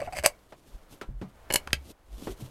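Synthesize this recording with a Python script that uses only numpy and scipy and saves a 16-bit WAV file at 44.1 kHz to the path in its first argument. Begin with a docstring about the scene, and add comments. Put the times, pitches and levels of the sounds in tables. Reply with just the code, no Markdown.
"""Under an open shelter a rifle is readied on a bench, heard from a microphone on the shooter's shirt.
The magazine scrapes into its well and snaps home; the bolt runs forward and is turned down.
Metal is short bursts of noise through resonances; scrapes are a wavering groan, grit and rumble.
Hands and stock knock softly, two short clicks come as the bolt handle turns, cloth rustles and nudges
the microphone, and a faint wind blows: all shaped noise, but for the nudges, which are brief low swings."""
import sys
import numpy as np
from scipy import signal
from scipy.fft import rfft, irfft
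from scipy.io import wavfile
from scipy.ndimage import uniform_filter1d

SR = 44100
rng = np.random.default_rng(int(sys.argv[2]) if len(sys.argv) > 2 else 0)


def transcribe(u):
    """Save the signal u as a 16-bit wav file named by the first command-line argument.

    u: samples, shape (n,) or (channels, n), limited to [-1, 1]; the rate is SR.
    q: integer samples, one column per channel.
    """
    v = np.clip(np.atleast_2d(u).T, -1, 1)
    q = np.round(v * 32767).astype(np.int16)
    wavfile.write(sys.argv[1], SR, q)


N = 110250  # samples, 2.5 s
FREQS = np.fft.rfftfreq(8192, 1 / SR) + 1  # Hz; the offset keeps logarithms finite


def amp(db):
    """Decibels to gain."""
    return 10 ** (np.asarray(db) / 20)


def unit(x):
    """Scales to rms 1."""
    return x / np.sqrt(np.mean(x ** 2) + 1e-20)


def read(points, hz):
    """Reads a table on a log-frequency axis."""
    f, value = np.transpose(points)
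    return np.interp(np.log(hz + 1), np.log(f), value)


def add(mix, s, sound):
    """Adds a sound at time s in seconds, cut off at the end of the mix."""
    part = mix[max(round(s * SR), 0):][:len(sound)]
    part += sound[:len(part)]


def colour(x, db):
    """Causal minimum-phase filter with the given gain at FREQS."""
    log_gain = np.log(np.maximum(amp(db), 1e-6))
    circle = np.r_[log_gain, log_gain[-2:0:-1]]
    taps = np.fft.ifft(np.exp(np.conj(signal.hilbert(circle)))).real
    return signal.fftconvolve(x, taps[:len(FREQS)])[:len(x)]


def per_octave(db):
    """Gain in dB that gives white noise these levels per octave."""
    return db - 10 * np.log10(np.sqrt(2) * np.maximum(FREQS, 20) / SR)


def low_pass_loss(corner_hz):
    """Loss in dB at FREQS of a gentle one-pole roll-off."""
    return 10 * np.log10(1 + (FREQS / corner_hz) ** 2)


def resonances(modes):
    """Gain in dB at FREQS of a set of resonances, each a peak whose power adds to a flat base."""
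    power = 1
    for hz, db, width in modes:
        power = power + amp(db) ** 2 / (1 + (2 * (FREQS - hz) / width) ** 2)
    return 10 * np.log10(power)


def wander(size, hz):
    """Smooth chance of rms 1: noise averaged twice over 1 / hz seconds."""
    width = max(int(SR / hz), 1)
    once = uniform_filter1d(rng.standard_normal(size), width)
    return unit(uniform_filter1d(once, width))


def envelope(t, rise, hold, fall):
    """Linear attack, hold until the time given, then exponential release."""
    return np.minimum(t / rise, 1) * np.exp(-np.maximum(t - hold, 0) / fall)


def dying(t, t60):
    """Exponential decay of 60 dB in t60."""
    return amp(-60 * t / t60)


def burst(shape, count=2):
    """A flurry of tiny contacts under an envelope, even in spectrum."""
    x = shape * rng.standard_normal(len(shape))
    for _ in range(count):
        z = rfft(x)
        flat = irfft(z / (abs(z) + 1e-12), len(x))
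        x = flat * np.sqrt(shape)
    return unit(x) * np.sqrt(np.mean(shape ** 2))


def hiss(points):
    """Steady noise of a given spectrum, rms 1."""
    gain = amp(read(points, np.fft.rfftfreq(N, 1 / SR)))
    return unit(irfft(rfft(rng.standard_normal(N)) * gain, N))


# Magazine rubbing in its well. Each row: start in seconds, hold until in seconds from the start,
# groan level in dB, groan pitch in Hz, grit level in dB, grit treble corner in Hz.
SCRAPES = [(0, 0.011, -37.5, 607, -41, 2000), (0.016, 0.0099, -28.5, 580, -43, 1970),
           (0.031, 0.041, -50, 621, -50, 1290), (0.074, 0.014, -33, 694, -48.5, 700),
           (0.124, 0.017, -37, 716, -45, 6000), (0.147, 0.03, -41.5, 647, -40.5, 5940),
           (0.17, 0.025, -44.5, 621, -39, 9080), (0.239, 0.02, -28, 655, -30.5, 7000)]
# Tone of the magazine's metal, in scrapes and contacts. Each row: frequency in Hz, gain in dB.
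MAGAZINE_COLOUR = [(150, -22.5), (400, -18.8), (800, -7.5), (1300, -9), (2200, 0.83), (3500, -13),
                   (5000, -17.5), (8300, -2.54), (13000, -10), (16000, -19.5)]
# Ringing of the magazine. Each row: frequency in Hz, height in dB above its colour, width in Hz.
MAGAZINE_MODES = [(583, 22.0, 70), (709, 11.5, 45), (1081, 7.2, 141), (1649, 6.4, 161), (2220, 5.2, 45),
                  (2797, 6.9, 193), (4727, 20.4, 249), (5161, 18.8, 69), (6143, 10.6, 257),
                  (7989, 8.6, 118), (9590, 7.5, 143), (12230, 5.2, 336)]
SLIP_JITTER = 0.07  # rms, as a fraction of the groan's pitch
GROAN_WANDER_HZ, OVERTONE_DB = 320, -19.5
GRIT_SPREAD_DB = 5
RUMBLE_DB, RUMBLE_HZ = -45.5, 363.7
RUB_RISE_S, RUB_FALL_S = 0.0013, 0.004
WALL_RANGE_HZ, WALL_DB, WALL_WIDTH_HZ = (1960, 3240), 12.5, 220  # a new wall pitch for each scrape


def scrapes():
    """The magazine sticks and slips: a short hollow groan, coarse grit ringing its walls, a low rumble."""
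    t, out = np.arange(SR // 10) / SR, np.zeros(N)
    for s, length, groan_db, hz, grit_db, corner_hz in SCRAPES:
        pitch = hz * (1 + SLIP_JITTER * wander(len(t), 2 * GROAN_WANDER_HZ))
        turn = 2 * np.pi * np.cumsum(pitch) / SR
        tone = np.sin(turn) + amp(OVERTONE_DB) * np.sin(2 * turn)
        groan = unit(tone * amp(2 * wander(len(t), GROAN_WANDER_HZ)))

        grains = rng.standard_normal(len(t)) * amp(GRIT_SPREAD_DB * wander(len(t), hz))
        wall = (rng.uniform(*WALL_RANGE_HZ), WALL_DB, WALL_WIDTH_HZ)
        ringing = read(MAGAZINE_COLOUR, FREQS) + resonances([*MAGAZINE_MODES, wall])
        grit = unit(colour(grains, ringing - low_pass_loss(corner_hz)))

        rumble = wander(len(t), RUMBLE_HZ)
        rub = amp(groan_db) * groan + amp(grit_db) * grit + amp(RUMBLE_DB) * rumble
        add(out, s, envelope(t, RUB_RISE_S, length, RUB_FALL_S) * rub)
    return out


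# Sleeve and shirt sliding close to the microphone. Each row: time in seconds, level in dB before flutter.
CLOTH = [(0, -56.5), (.5, -66.5), (0.659, -59.5), (0.879, -65), (.94, -51), (.99, -71), (1.804, -62),
         (1.913, -53), (1.931, -69.5), (2.081, -70), (2.243, -47), (2.319, -44.5), (2.355, -60.5),
         (2.41, -48), (2.434, -55.5), (2.46, -48), (2.5, -55)]
# Tone of the fabric. Each row: frequency in Hz, relative level in dB per Hz.
CLOTH_COLOUR = [(300, 17.5), (1700, -7.5), (3200, 2), (5000, -2), (8500, -3.5), (14000, -5.5),
                (16000, -41.5)]
CLOTH_FLUTTER_DB = 3


def cloth():
    """Fabric slides in uneven brushes with a fine grain: noise whose level flutters fast and slowly."""
    level_db = np.interp(np.arange(N) / SR, *np.transpose(CLOTH))
    flutter = wander(N, hz=603) * .5 + wander(N, hz=40.5)
    return hiss(CLOTH_COLOUR) * amp(level_db + CLOTH_FLUTTER_DB * flutter)


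# Tone of the wind at the microphone. Each row: frequency in Hz, relative level in dB per Hz.
WIND = [(40, 1), (80, -2), (180, -18.5), (600, -11.5), (1400, -18.5), (4500, -34.5), (16000, -39.5)]
WIND_DB, GUST_DB = -53.5, -5  # middle level, rms swing of the gusts


def wind():
    """Faint wind in the trees and on the microphone: mostly low noise that slowly swells and sinks."""
    return hiss(WIND) * amp(WIND_DB + GUST_DB * wander(N, hz=2.8))


# Shirt nudging the microphone. Each row: centre in seconds, level in dB, swing in Hz, width in seconds.
BUMPS = [(0.201, -35, 67.1, 0.017), (.753, -33, 34.8, 0.012), (1.093, -28, 32.05, 0.0087),
         (1.17, -33, 43.04, 0.029), (1.762, -36.5, 68.4, 0.06), (2.144, -34.5, 50.5, 0.028),
         (2.315, -35, 45.1, .022)]


def bumps():
    """Each nudge swings the microphone briefly at a low pitch, swelling and fading about its centre."""
    t, out = np.arange(N) / SR, np.zeros(N)
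    for s, db, hz, width in BUMPS:
        swing = np.sin(2 * np.pi * hz * (t - s))  # downward just before the centre, upward after
        swell = 1 / np.cosh(np.clip((t - s) / width, -20, 20) * np.sqrt(2))
        out += amp(db) * swing * swell
    return out


HOLLOW_HZ, CLACK_HZ, EDGE_HZ = 654, 2360, 9000  # where each contact's three levels apply
ATTACK_S, RELEASE_S = .0008, .001


def metal(hits, common, modes):
    """Each contact chatters for a few milliseconds and rings the resonances of its part."""
    t, out = np.arange(SR // 10) / SR, np.zeros(N)
    part_db = read(common, FREQS) + resonances(modes)
    for s, chatter, *levels in hits:
        contact_db = read(list(zip((HOLLOW_HZ, CLACK_HZ, EDGE_HZ), levels)), FREQS)
        rattle = burst(envelope(t, ATTACK_S, chatter, RELEASE_S), count=8)
        add(out, s, colour(rattle, per_octave(contact_db + part_db)))
    return out


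# Magazine snapping home. Each row: start in seconds, chatter in seconds, then hollow, clack and edge
# levels in dB before the part's colour and ringing.
MAGAZINE_HITS = [(.1855, 0.0037, -42.5, -31, -39.5), (.2265, 0.0018, -45.5, -45, -49.5),
                 (.236, 0.0024, -33, -46.5, -32), (.2425, 0.0029, -27.5, -32.5, -47.5),
                 (.2498, 0.0023, -48.5, -25, -29.5), (.2595, 0.0035, -19.5, -19, -10)]


def magazine():
    """The magazine strikes its well, ringing its own walls."""
    return metal(MAGAZINE_HITS, MAGAZINE_COLOUR, MAGAZINE_MODES)


SPRING_HZ, SPRING_WANDER_HZ, SPRING_T60_S, SPRING_DB = 2230, 300, 0.29, -42.5


def spring(x):
    """A spring inside the action buzzes on faintly after each contact, a narrow and diffuse band."""
    t = np.arange(SR // 2) / SR
    carrier = np.cos(2 * np.pi * SPRING_HZ * t)
    buzz = wander(len(t), SPRING_WANDER_HZ) * carrier * dying(t, SPRING_T60_S)
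    return x + amp(SPRING_DB) * signal.fftconvolve(x, buzz / np.linalg.norm(buzz))[:N]


# Soft knocks of hands and stock, and two short clicks as the bolt handle turns. Each row: start in
# seconds, level in dB before the ring, centre in Hz, decay time constant in seconds, slope above the
# centre in dB per octave.
KNOCKS = [(0.522, -47.5, 643, 0.024, -5), (1.014, -44.5, 399, 0.035, -5), (1.012, -41.5, 1340, .02, -4.5),
          (1.086, -42, 130, 0.041, -9), (1.213, -37.5, 190, 0.043, -5), (1.6734, -33, 1408, .0033, -11),
          (1.704, -45.5, 1790, 0.004, -8), (2.221, -38, 265, 0.0048, -8), (2.27, -33.5, 384, 0.025, -6),
          (2.421, -37.5, 127.7, 0.021, -10)]
KNOCK_LOW_SLOPE_DB = 6  # per octave, below the centre
KNOCK_TOP_HZ, KNOCK_RISE_S = 11100, 0.0013
KNOCK_RING_DB, KNOCK_RING_Q = 5, 9.5


def knocks_and_clicks():
    """Soft blows and small clicks: noise bursts sloping away on both sides of a slightly ringing centre."""
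    t, out = np.arange(SR // 4) / SR, np.zeros(N)
    for s, level_db, hz, decay, slope_db in KNOCKS:
        octaves = np.log2(FREQS / hz)
        slopes = np.minimum(KNOCK_LOW_SLOPE_DB * octaves, slope_db * octaves)
        ring = resonances([(hz, KNOCK_RING_DB, hz / KNOCK_RING_Q)])
        db = level_db + ring + slopes - low_pass_loss(KNOCK_TOP_HZ)
        blow = burst(envelope(t, KNOCK_RISE_S, KNOCK_RISE_S, decay))
        add(out, s, colour(blow, per_octave(db)))
    return out


# Bolt running forward. Each row: start in seconds, chatter in seconds, then hollow, clack and edge
# levels in dB before the part's colour and ringing.
BOLT_HITS = [(1.5015, 0.0047, -35.5, -35.5, -56), (1.508, 0.0046, -33, -41, -52.5),
             (1.5235, 0.004, -38, -46, -37), (1.5368, 0.0026, -39, -40.5, -23.5),
             (1.5415, 0.0028, -28, -35.5, -29), (1.557, 0.0037, -28.5, -28, -26)]
# Tone of the running bolt. 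Each row: frequency in Hz, gain in dB.
BOLT_COLOUR = [(150, -9.5), (400, -2.5), (800, -3), (1300, -9), (2200, -5), (3500, -7.5), (5000, 2),
               (8300, -5.6), (13000, -2), (16000, -19.0)]
# Ringing of the running bolt. Each row: frequency in Hz, height in dB above its colour, width in Hz.
BOLT_MODES = [(581, 11.1, 45), (957, 12.0, 46), (1697, 16.7, 105), (2195, 19.2, 85), (2930, 22.0, 142),
              (4266, 15.8, 136), (5266, 6.4, 73), (7083, 13.0, 321), (7790, 13.9, 279), (9341, 18.8, 113),
              (10275, 11.7, 422), (11896, 10.6, 420), (13204, 13.9, 168)]


def bolt():
    """The bolt runs forward in a string of contacts that ring its metal."""
    return metal(BOLT_HITS, BOLT_COLOUR, BOLT_MODES)


# Handle turned down. Each row: start in seconds, chatter in seconds, then hollow, clack and edge
# levels in dB before the part's colour and ringing.
LOCK_HITS = [(1.673, 0.0024, -58, -48, -53.5), (1.7297, 0.003, -38.5, -24, -31.5)]
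# Tone of the handle closing. Each row: frequency in Hz, gain in dB.
LOCK_COLOUR = [(150, 7.5), (400, 1.5), (800, -3.7), (1300, -16.5), (2200, 1), (3500, -10), (5000, -6.5),
               (8300, 3.5), (13000, 4.5), (16000, -24)]
# Ringing of the handle closing. Each row: frequency in Hz, height in dB above its colour, width in Hz.
LOCK_MODES = [(597, 11.0, 127), (1326, 21.4, 66), (1610, 22.0, 95), (1940, 6.6, 170), (2609, 15.7, 94),
              (3139, 21.5, 70), (3261, 21.5, 62), (3691, 18.6, 123), (4074, 15.1, 194), (4551, 16.8, 249),
              (4931, 22.0, 145), (6492, 11.3, 303), (9328, 5.6, 305)]


def handle():
    """The bolt handle is turned down, with its own set of resonances."""
    return metal(LOCK_HITS, LOCK_COLOUR, LOCK_MODES)


# Reflections under the shelter. Each row: frequency in Hz, time to fall 60 dB in seconds.
SHELTER = [(100, .18), (1000, .11), (2500, .095), (6000, .088), (14000, .08)]
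SHELTER_DB = -11  # energy of the reflections' response against the direct sound


def shelter(x):
    """Quick, dense reflections from bench and block wall: noise that dies at a rate set by frequency."""
    size = SR // 2
    hz, t, z = signal.stft(rng.standard_normal(size), SR, nperseg=128)
    fading = z * dying(t, read(SHELTER, hz)[:, None])
    tail = signal.istft(fading, SR, nperseg=128)[1][:size]
    tail = tail * np.minimum(np.arange(size) / SR / 0.0015, 1)  # builds up over 1.5 ms
    return x + amp(SHELTER_DB) * signal.fftconvolve(x, tail / np.linalg.norm(tail))[:N]


def scene():
    """The rifle under the shelter, with clothing and wind dry at the microphone."""
    contacts = spring(magazine() + bolt() + handle())
    at_bench = shelter(contacts + scrapes() + knocks_and_clicks())
    at_microphone = bumps() + cloth() + wind()
    return (at_bench + at_microphone)[None]


CUT_HZ = 16200


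def record(dry):
    """The recorder's band limit, a steep low-pass."""
    taps = signal.firwin(255, CUT_HZ, window=("kaiser", 9), fs=SR)
    return signal.oaconvolve(dry, taps[None], "same")


dry = scene()
out = record(dry)
transcribe(out)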